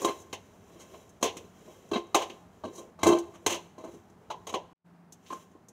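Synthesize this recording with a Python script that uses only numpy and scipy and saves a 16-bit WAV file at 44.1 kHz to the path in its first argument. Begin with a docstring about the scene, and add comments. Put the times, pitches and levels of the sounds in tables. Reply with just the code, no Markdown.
"""A thin steel bowl knocks and drags on a stone counter as stiff dough is pressed and turned in it by hand.
Shaped noise excites the bowl's modes; fingers and rings tick on the steel, hand and dough rub along the wall.
The place is a small kitchen with a short tail on the bowl's contacts, a counter boom and a low hum beneath.
One close microphone, mono; the sound drops out once for about a tenth of a second."""
import sys
import numpy as np
from scipy import signal
from scipy.fft import rfft, irfft
from scipy.io import wavfile
from scipy.ndimage import uniform_filter1d

SR = 44100
rng = np.random.default_rng(int(sys.argv[2]) if len(sys.argv) > 2 else 0)


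def pcm_store(signal):
    """Save signal as 16-bit PCM."""
    levels = np.round(np.clip(np.atleast_2d(signal), -1, 1) * 32767)
    wavfile.write(sys.argv[1], SR, levels.astype(np.int16).T)


def ratio_of_db(decibels):
    """Turn decibels (scalar or array-like) into linear amplitude factors; 0 dB maps to 1."""
    return 10 ** (np.asarray(decibels, float) / 20)


N = 252252

# by that many dB and raises its top edge as much.
# bowl floor, wall and rim as bands: low_hz, high_hz
BOWL_BANDS = [(215, 1300), (1400, 4600), (4800, 18000)]
# bowl knocking on the stone: start_s, floor_peak_db, wall_peak_db, rim_peak_db, drag_s, floor_tilt_db
KNOCKS = [(0.017, -26.5, -52, -34, 0.033, -2), (.046, -11.5, -20, -25, 0.025, 2),
          (.328, -27.5, -29.5, -34.5, 0.011, -0.5), (0.755, -42.5, -58, -89, 0.053, -6),
          (0.936, -36.5, -48.5, -70, 0.017, 1.5), (1.227, -13, -19.5, -19, 0.033, 1.5),
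          (1.368, -32, -37.5, -36.5, 0.0023, -23), (1.677, -37.5, -82, -74, 0.0098, -2.5),
          (1.913, -15.5, -35, -41.5, 0.024, -6.5), (1.932, -22, -26, -42.5, 0.022, 7.5),
          (1.956, -16, -25.5, -46, .011, -3.5), (1.972, -31, -35.5, -46.5, 0.028, -5),
          (2.145, -9.5, -15, -18.5, 0.084, 7), (2.297, -35, -36.5, -48, 0.0039, -13),
          (2.636, -26, -42, -53, .012, 3), (2.649, -26.5, -42, -51, 0.035, -7),
          (2.989, -37.5, -46, -51, .078, 4.5), (3.031, -13.5, -17, -21, 0.067, 0),
          (3.067, -7.5, -21.5, -22.5, 0.024, -6), (3.463, -13.5, -16, -16, 0.088, -0.5),
          (3.779, -35.5, -51, -53.5, 0.06, -6), (3.938, -39, -60, -56, 0.013, -16),
          (4.301, -23.5, -33.5, -43.5, 0.025, 12), (4.469, -32.5, -35.5, -35, 0.024, 6),
          (4.525, -32.5, -48.5, -45, 0.045, -2.5), (4.539, -18, -26, -37.5, 0.0079, 3.5),
          (5.301, -28.5, -36.5, -58, 0.035, 2.5), (5.549, -41.5, -70, -76.5, 0.02, -3)]
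# soft presses that shove the bowl along:
# start_s, floor_peak_db, wall_peak_db, rim_peak_db, drag_s, floor_and_wall_tilt_db
SHOVES = [(.076, -19.5, -28.5, -38.5, 0.034, -2), (0.179, -59, -67, -46, 0.045, 2),
          (.789, -54.5, -47, -45.5, 0.06, 0), (1.21, -38, -51, -46.5, 0.018, 1),
          (1.25, -31, -29, -44, 0.044, 3), (2.731, -46, -46, -41.5, 0.1, 4),
          (2.775, -33, -53, -60, 0.04, -5.5), (3.055, -10.5, -25.5, -33.5, 0.11, -0.5),
          (3.336, -46, -43.5, -54, 0.021, -5), (3.53, -29.5, -38, -46, 0.013, 9),
          (3.833, -29.5, -47.5, -51.5, 0.055, -3.5), (5.319, -27, -33.5, -44, 0.055, -2)]
# rings and nails ticking on the steel: start_s, wall_peak_db, rim_peak_db
TICKS = [(1.092, -68, -52.5), (1.889, -71, -55), (2.068, -75, -57.5), (3.186, -36.5, -36),
         (4.099, -67, -59), (5.123, -53.5, -42), (5.263, -50, -67), (5.515, -69, -64), (5.685, -72, -45)]
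# dough lifted and turned: start_s, end_s
LIFTS = [(0, .2), (.7, 1.1), (1.75, 2.0), (2.55, 3.1), (3.7, 4.0), (5.2, 5.6)]
# the bowl's ring in each lift: share_of_free_ring_time, bowl_note_db
LIFT_RING = [(.55, -8), (.5, -12), (.7, -12), (.8, -5), (.8, -2), (.22, 7)]
# the bowl's modes: pitch_hz, relative_level_db, free_ring_t60_s
BOWL_MODES = [(210, -13, .1), (255, -11, .1), (345, -2, .26), (410, -2, .14), (500, -8, .08), (544, -7, .1),
              (641, -3, .14), (694, -7, .1), (786, -10, .08), (865, -9, .08), (953, -10, .08),
              (1050, -1, .36), (1100, -7, .08), (1540, -17, .1), (2083, -14, .07), (2290, -17, .05),
              (2650, -15, .05), (2900, -17, .04), (3160, -13, .06), (3850, -13, .07), (4037, -15, .06),
              (6200, -17, .02), (7050, -18, .02)]
# crowded small modes of bowl and counter, too close to tell apart: pitch_hz, relative_level_db (per Hz)
CROWDED_MODES = [(59, -43), (100, -15.5), (188, -35.5), (347, -4), (477, -4.5), (654, -8), (936, -10.5),
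                 (1040, -6), (1230, -46.5), (1690, -31.5), (3000, -21), (3930, -31.5), (4860, -36),
                 (6390, -18.5), (7890, -31), (15500, -45)]
# hand and dough rubbing the steel: time_s, floor_level_db, wall_and_rim_level_db
RUB_LEVELS = [(0, -41, -47.5), (.12, -42.5, -50), (.27, -59, -67), (.6, -57.5, -67), (.95, -51.5, -60.5),
              (1.2, -60, -71), (1.38, -48.5, -64.5), (1.53, -62, -67), (1.74, -50.5, -58.5),
              (2.05, -56.5, -70.5), (2.301, -58.5, -63), (2.5, -64, -72.5), (2.819, -45.5, -62),
              (2.999, -66.5, -87.5), (3.199, -65, -66), (3.329, -60, -68.5), (3.56, -46, -65.5),
              (3.74, -66, -77.5), (3.919, -62, -62.5), (4.16, -61.5, -79.5), (4.45, -58, -71),
              (4.7, -68, -96.5), (5.0, -72, -111), (5.32, -59.5, -54), (5.72, -68.5, -94)]
# colour of the rubbing: pitch_hz, relative_level_db (per Hz)
RUB_COLOUR = [(60, -48), (100, -13.5), (240, -6.5), (400, 13.5), (1000, -9), (1310, -22), (3300, -16),
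              (3950, -31.5), (4860, -31.5), (5800, -22), (7300, -24), (8100, -31.5), (15500, -35)]
# counter booming under a blow: start_s, level_db
THUMPS = [(0.328, -45), (1.232, -41), (1.912, -44), (2.637, -41), (3.029, -27.5), (3.063, -32),
          (3.462, -37.5), (4.54, -51)]
# colour of the room hum: pitch_hz, relative_level_db (per Hz)
HUM_COLOUR = [(18, -55), (30, -24), (95, -1), (137, -9.5), (173, -0.5), (202, -3.5), (341, -11), (432, -14),
              (505, -27), (622, -11), (1590, -22.5), (3320, -36), (15500, -46.5)]
# change of the hum once the dropout begins: pitch_hz, change_db
HUM_AFTER = [(50, -12), (150, -2)]
# low drone: time_s, level_db
DRONE_LEVELS = [(0, -83), (3.5, -59), (3.902, -63.5), (4.8, -61.5), (5.102, -58.5), (5.72, -60.5)]
# the dropout: start_s, end_s
DROPOUT_S = (4.732, 4.842)
# by floor, wall, rim: crowded_level_db (against the modes)
CROWD_DB = (0.5, 2.5, 19)
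# by floor, wall, rim: crowded_ring_t60_s
CROWD_T60_S = (0.19, 0.13, 0.066)
# by floor, wall, rim: t60_s of the drag's fading force
SINK_T60_S = (0.35, 0.56, 0.36)
# by floor, wall, rim: room_tail_t60_s
ROOM_T60_S = (0.62, 0.5, 0.46)
# contact under pressed dough: wall_tilt_db, rim_tilt_db, crowded_level_db
PRESSED = (0.99, 1.5, -0.33)
# contact while the dough is lifted: wall_tilt_db, rim_tilt_db, crowded_level_db
LIFTED = (1.5, 1, -9)
# contact of a tick: wall_tilt_db, rim_tilt_db, crowded_level_db
TICKED = (8.9, 2.5, 0.5)


def knocks(size=8192):
    """A blow that lands within milliseconds, then the bowl chatters on the stone while it drags and settles."""
    blow_s, softer_per_db, settle_t60_s = 0.00066, 0.0981, 0.069
    out, t = np.zeros(N + size), np.arange(size) / SR
    for start_s, peaks_db, drag_s, drag_db, free, note_db, tilts_db, crowded_db in contacts():
        # a duller contact (rim further under the floor) is a longer push
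        dullness_db = np.clip(peaks_db[0] - peaks_db[2], 0, 30)
        push = t / (blow_s * (1 + softer_per_db * dullness_db))
        blow = push ** 2 * np.exp(-push)

        # a weak drag starts almost at once; a strong one swells in
        rise_s = 0.00092 + 0.2 * drag_s * ratio_of_db(min(drag_db, 0))
        rise = np.clip(t / rise_s, 0, 1)
        settle = fade(np.maximum(t - drag_s, 0), settle_t60_s)
        chatter = ratio_of_db(drag_db + 5.6 * walk(150, size=size))
        drag = chatter * rise * settle

        grit = rng.standard_normal(size)
        ring = modes(2.5, free, note_db, t)
        crowd = ratio_of_db(crowded_db) * unit(colour(rng.standard_normal(size), CROWDED_MODES))
        at = int((start_s - .001) * SR)
        parts = zip(BOWL_BANDS, peaks_db, tilts_db, CROWD_DB, CROWD_T60_S, SINK_T60_S)
        for edges, peak_db, tilt_db, crowd_db, crowd_t60, sink_t60 in parts:
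            force = blow + drag * fade(t, sink_t60)
            # the crowded modes store the power of the contact and let it go with their own decay
            power = signal.fftconvolve(force ** 2, fade(t, crowd_t60 / 2))[:size]
            stored = np.sqrt(np.abs(power))
            ringing = signal.fftconvolve(grit * force, ring)[:size]
            sound = band(ringing + ratio_of_db(crowd_db) * crowd * stored, *edges)
            sound = colour(sound, [(edges[0], -tilt_db), (edges[1], tilt_db)])
            # peak: the loudest 3 ms, as the amplitude of a sine of equal power
            peak = np.sqrt(uniform_filter1d(sound ** 2, size=132).max() * 2)
            out[at:at + size] += sound * ratio_of_db(peak_db) / peak
    return out[:N]


def contacts():
    """Every touch: start_s, three peaks_db, drag_s, drag_db, ring share, note_db, three tilts_db, crowded_db."""
    for start_s, floor, wall, rim, drag_s, tilt in KNOCKS:
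        free, note, wall_tilt, rim_tilt, crowded = hold(start_s)
        drag_db = -13 - 0.35 * (floor + 25)  # harder blows stand out more from their drag
        yield start_s, (floor, wall, rim), drag_s, drag_db, free, note, (tilt, wall_tilt, rim_tilt), crowded
    for start_s, *peaks, drag_s, tilt in SHOVES:
        free, note, _, rim_tilt, crowded = hold(start_s)
        drag_db = 3.5
        yield start_s, peaks, drag_s, drag_db, free, note, (tilt, tilt, rim_tilt), crowded
    for start_s, wall, rim in TICKS:
        peaks = (rim - 4, wall, rim)  # floor a little under the rim
        drag_s, drag_db, free, floor_tilt = 0.01, -29.5, 0.28, -7.5
        wall_tilt, rim_tilt, crowded = TICKED
        note = hold(start_s)[1]
        yield start_s, peaks, drag_s, drag_db, free, note, (floor_tilt, wall_tilt, rim_tilt), crowded


def hold(time_s):
    """Dough and hand set ring share, note_db, wall and rim tilt_db and crowded_db at this moment."""
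    for (start_s, end_s), ring in zip(LIFTS, LIFT_RING):
        if start_s <= time_s < end_s:
            return *ring, *LIFTED
    # under pressed dough; the steadying hand leaves the rim at 2.7 s and the note comes up
    note_db = -5.5 if time_s > 2.7 else -21
    return .33, note_db, *PRESSED


def modes(spread_db, free, note_db, t):
    """The bowl's ring after one tap; where it lands sets each mode anew, hand and dough shorten them."""
    hz, db, t60 = np.transpose(BOWL_MODES)[:, :, None]
    gain, tune = rng.standard_normal((2, len(BOWL_MODES), 1))
    is_note = t60 == t60.max()  # the longest mode is the bowl's note
    level = ratio_of_db(db + spread_db * gain + note_db * is_note)
    tone = np.sin(2 * np.pi * hz * (1 + 0.0055 * tune) * t)
    return (level * fade(t, free * t60) * tone).sum(axis=0)


def rubbing():
    """Skin and sticky dough slip along the steel in many tiny catches; the hand leaves the modes little ring."""
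    time_s, floor_db, wall_db = np.transpose(RUB_LEVELS)
    catches = rng.standard_normal(N) * ratio_of_db(1.2 * walk(200) + 1.4 * walk(20))
    hiss = unit(colour(catches, RUB_COLOUR))
    for hz, db, t60 in BOWL_MODES:
        resonance = unit(band(catches, hz - 3 / t60, hz + 3 / t60))
        hiss = hiss + ratio_of_db(db - 18) * resonance
    t = np.arange(N) / SR
    out = np.zeros(N)
    for edges, level_db in zip(BOWL_BANDS, (floor_db, wall_db, wall_db)):
        out += unit(band(hiss, *edges)) * ratio_of_db(np.interp(t, time_s, level_db))
    return out


def counter(size=16384):
    """The stone slab booms briefly under some of the blows, as a decaying sine."""
    pitch_hz, t60_s, rise_s = 96, 0.29, 0.004
    out, t = np.zeros(N + size), np.arange(size) / SR
    boom = (1 - np.exp(-t / rise_s)) * fade(t, t60_s) * np.sin(2 * np.pi * pitch_hz * t)
    for start_s, level_db in THUMPS:
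        at = int(start_s * SR)
        out[at:at + size] += ratio_of_db(level_db) * boom
    return out[:N]


def room(x, size=22050):
    """Hard kitchen walls return a short tail of decaying noise, longest in the bass."""
    t = np.arange(size) / SR
    tail = np.zeros(size)
    for edges, t60 in zip(BOWL_BANDS, ROOM_T60_S):
        tail += band(rng.standard_normal(size), *edges) * fade(t, t60)
    tail = tail * np.clip(t / .008, 0, 1) / 20  # builds up over 8 ms
    return x + ratio_of_db(-23.5) * signal.fftconvolve(x, tail)[:N]


def kitchen():
    """Wavering hum and hiss, lower in the bass from the dropout on, and a narrow drone of varying level."""
    t = np.arange(N) / SR
    hum = unit(colour(rng.standard_normal(N), HUM_COLOUR)) * ratio_of_db(-54 + 0.63 * walk(4.3))
    hum = np.where(t > DROPOUT_S[0], colour(hum, HUM_AFTER), hum)

    pitch_hz, width_hz = 172.36, 3.8
    drone = unit(band(rng.standard_normal(N), pitch_hz - width_hz / 2, pitch_hz + width_hz / 2))
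    time_s, level_db = np.transpose(DRONE_LEVELS)
    return hum + drone * ratio_of_db(np.interp(t, time_s, level_db))


def colour(x, points):
    """Shapes the spectrum by (Hz, dB) points joined on a log axis."""
    hz, db = np.transpose(points)
    f = np.arange(len(x) // 2 + 1) * SR / len(x) + 1
    gain = ratio_of_db(np.interp(np.log(f), np.log(hz), db))
    return irfft(rfft(x) * gain, len(x))


def band(x, lo_hz, hi_hz):
    """Causal band-pass."""
    return signal.sosfilt(signal.butter(3, (lo_hz, hi_hz), "bandpass", fs=SR, output="sos"), x)


def unit(x):
    """Scaled to rms 1."""
    return x / np.sqrt(np.mean(x ** 2))


def walk(rate, size=N):
    """Random levels, one every 1 / rate s, slewed from each to the next."""
    k = int(SR / rate)
    steps = np.repeat(rng.standard_normal(size // k + 1), k)
    return uniform_filter1d(steps, k)[:size]


def fade(t, t60):
    """Falls 60 dB in t60 seconds (5 ms at least)."""
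    return np.exp(-np.log(1000) * t / np.maximum(t60, .005))


def scene():
    """Everything at one close microphone, with the room's tail on the bowl alone."""
    return (room(knocks()) + counter() + rubbing() + kitchen())[None]


def top_cut(x):
    """Nothing passes above the cut-off."""
    return signal.sosfilt(signal.butter(12, 16460, fs=SR, output="sos"), x)


def record(dry):
    """The microphone's sound loses its top above 15.6 kHz, drops out briefly and eases back."""
    stop, back = DROPOUT_S
    times_s = (stop - .001, stop, back, back + .002, back + 0.021)
    gains = (0.61, 0, 0.017, 0.075, 0.64)  # first and last hold before and after
    gate = np.interp(np.arange(N) / SR, times_s, gains)
    low_pass = signal.ellip(8, .2, 45, 15600, fs=SR, output="sos")
    mix = signal.sosfilt(low_pass, dry) * gate
    return top_cut(mix)


dry = scene()
out = record(dry)
pcm_store(out)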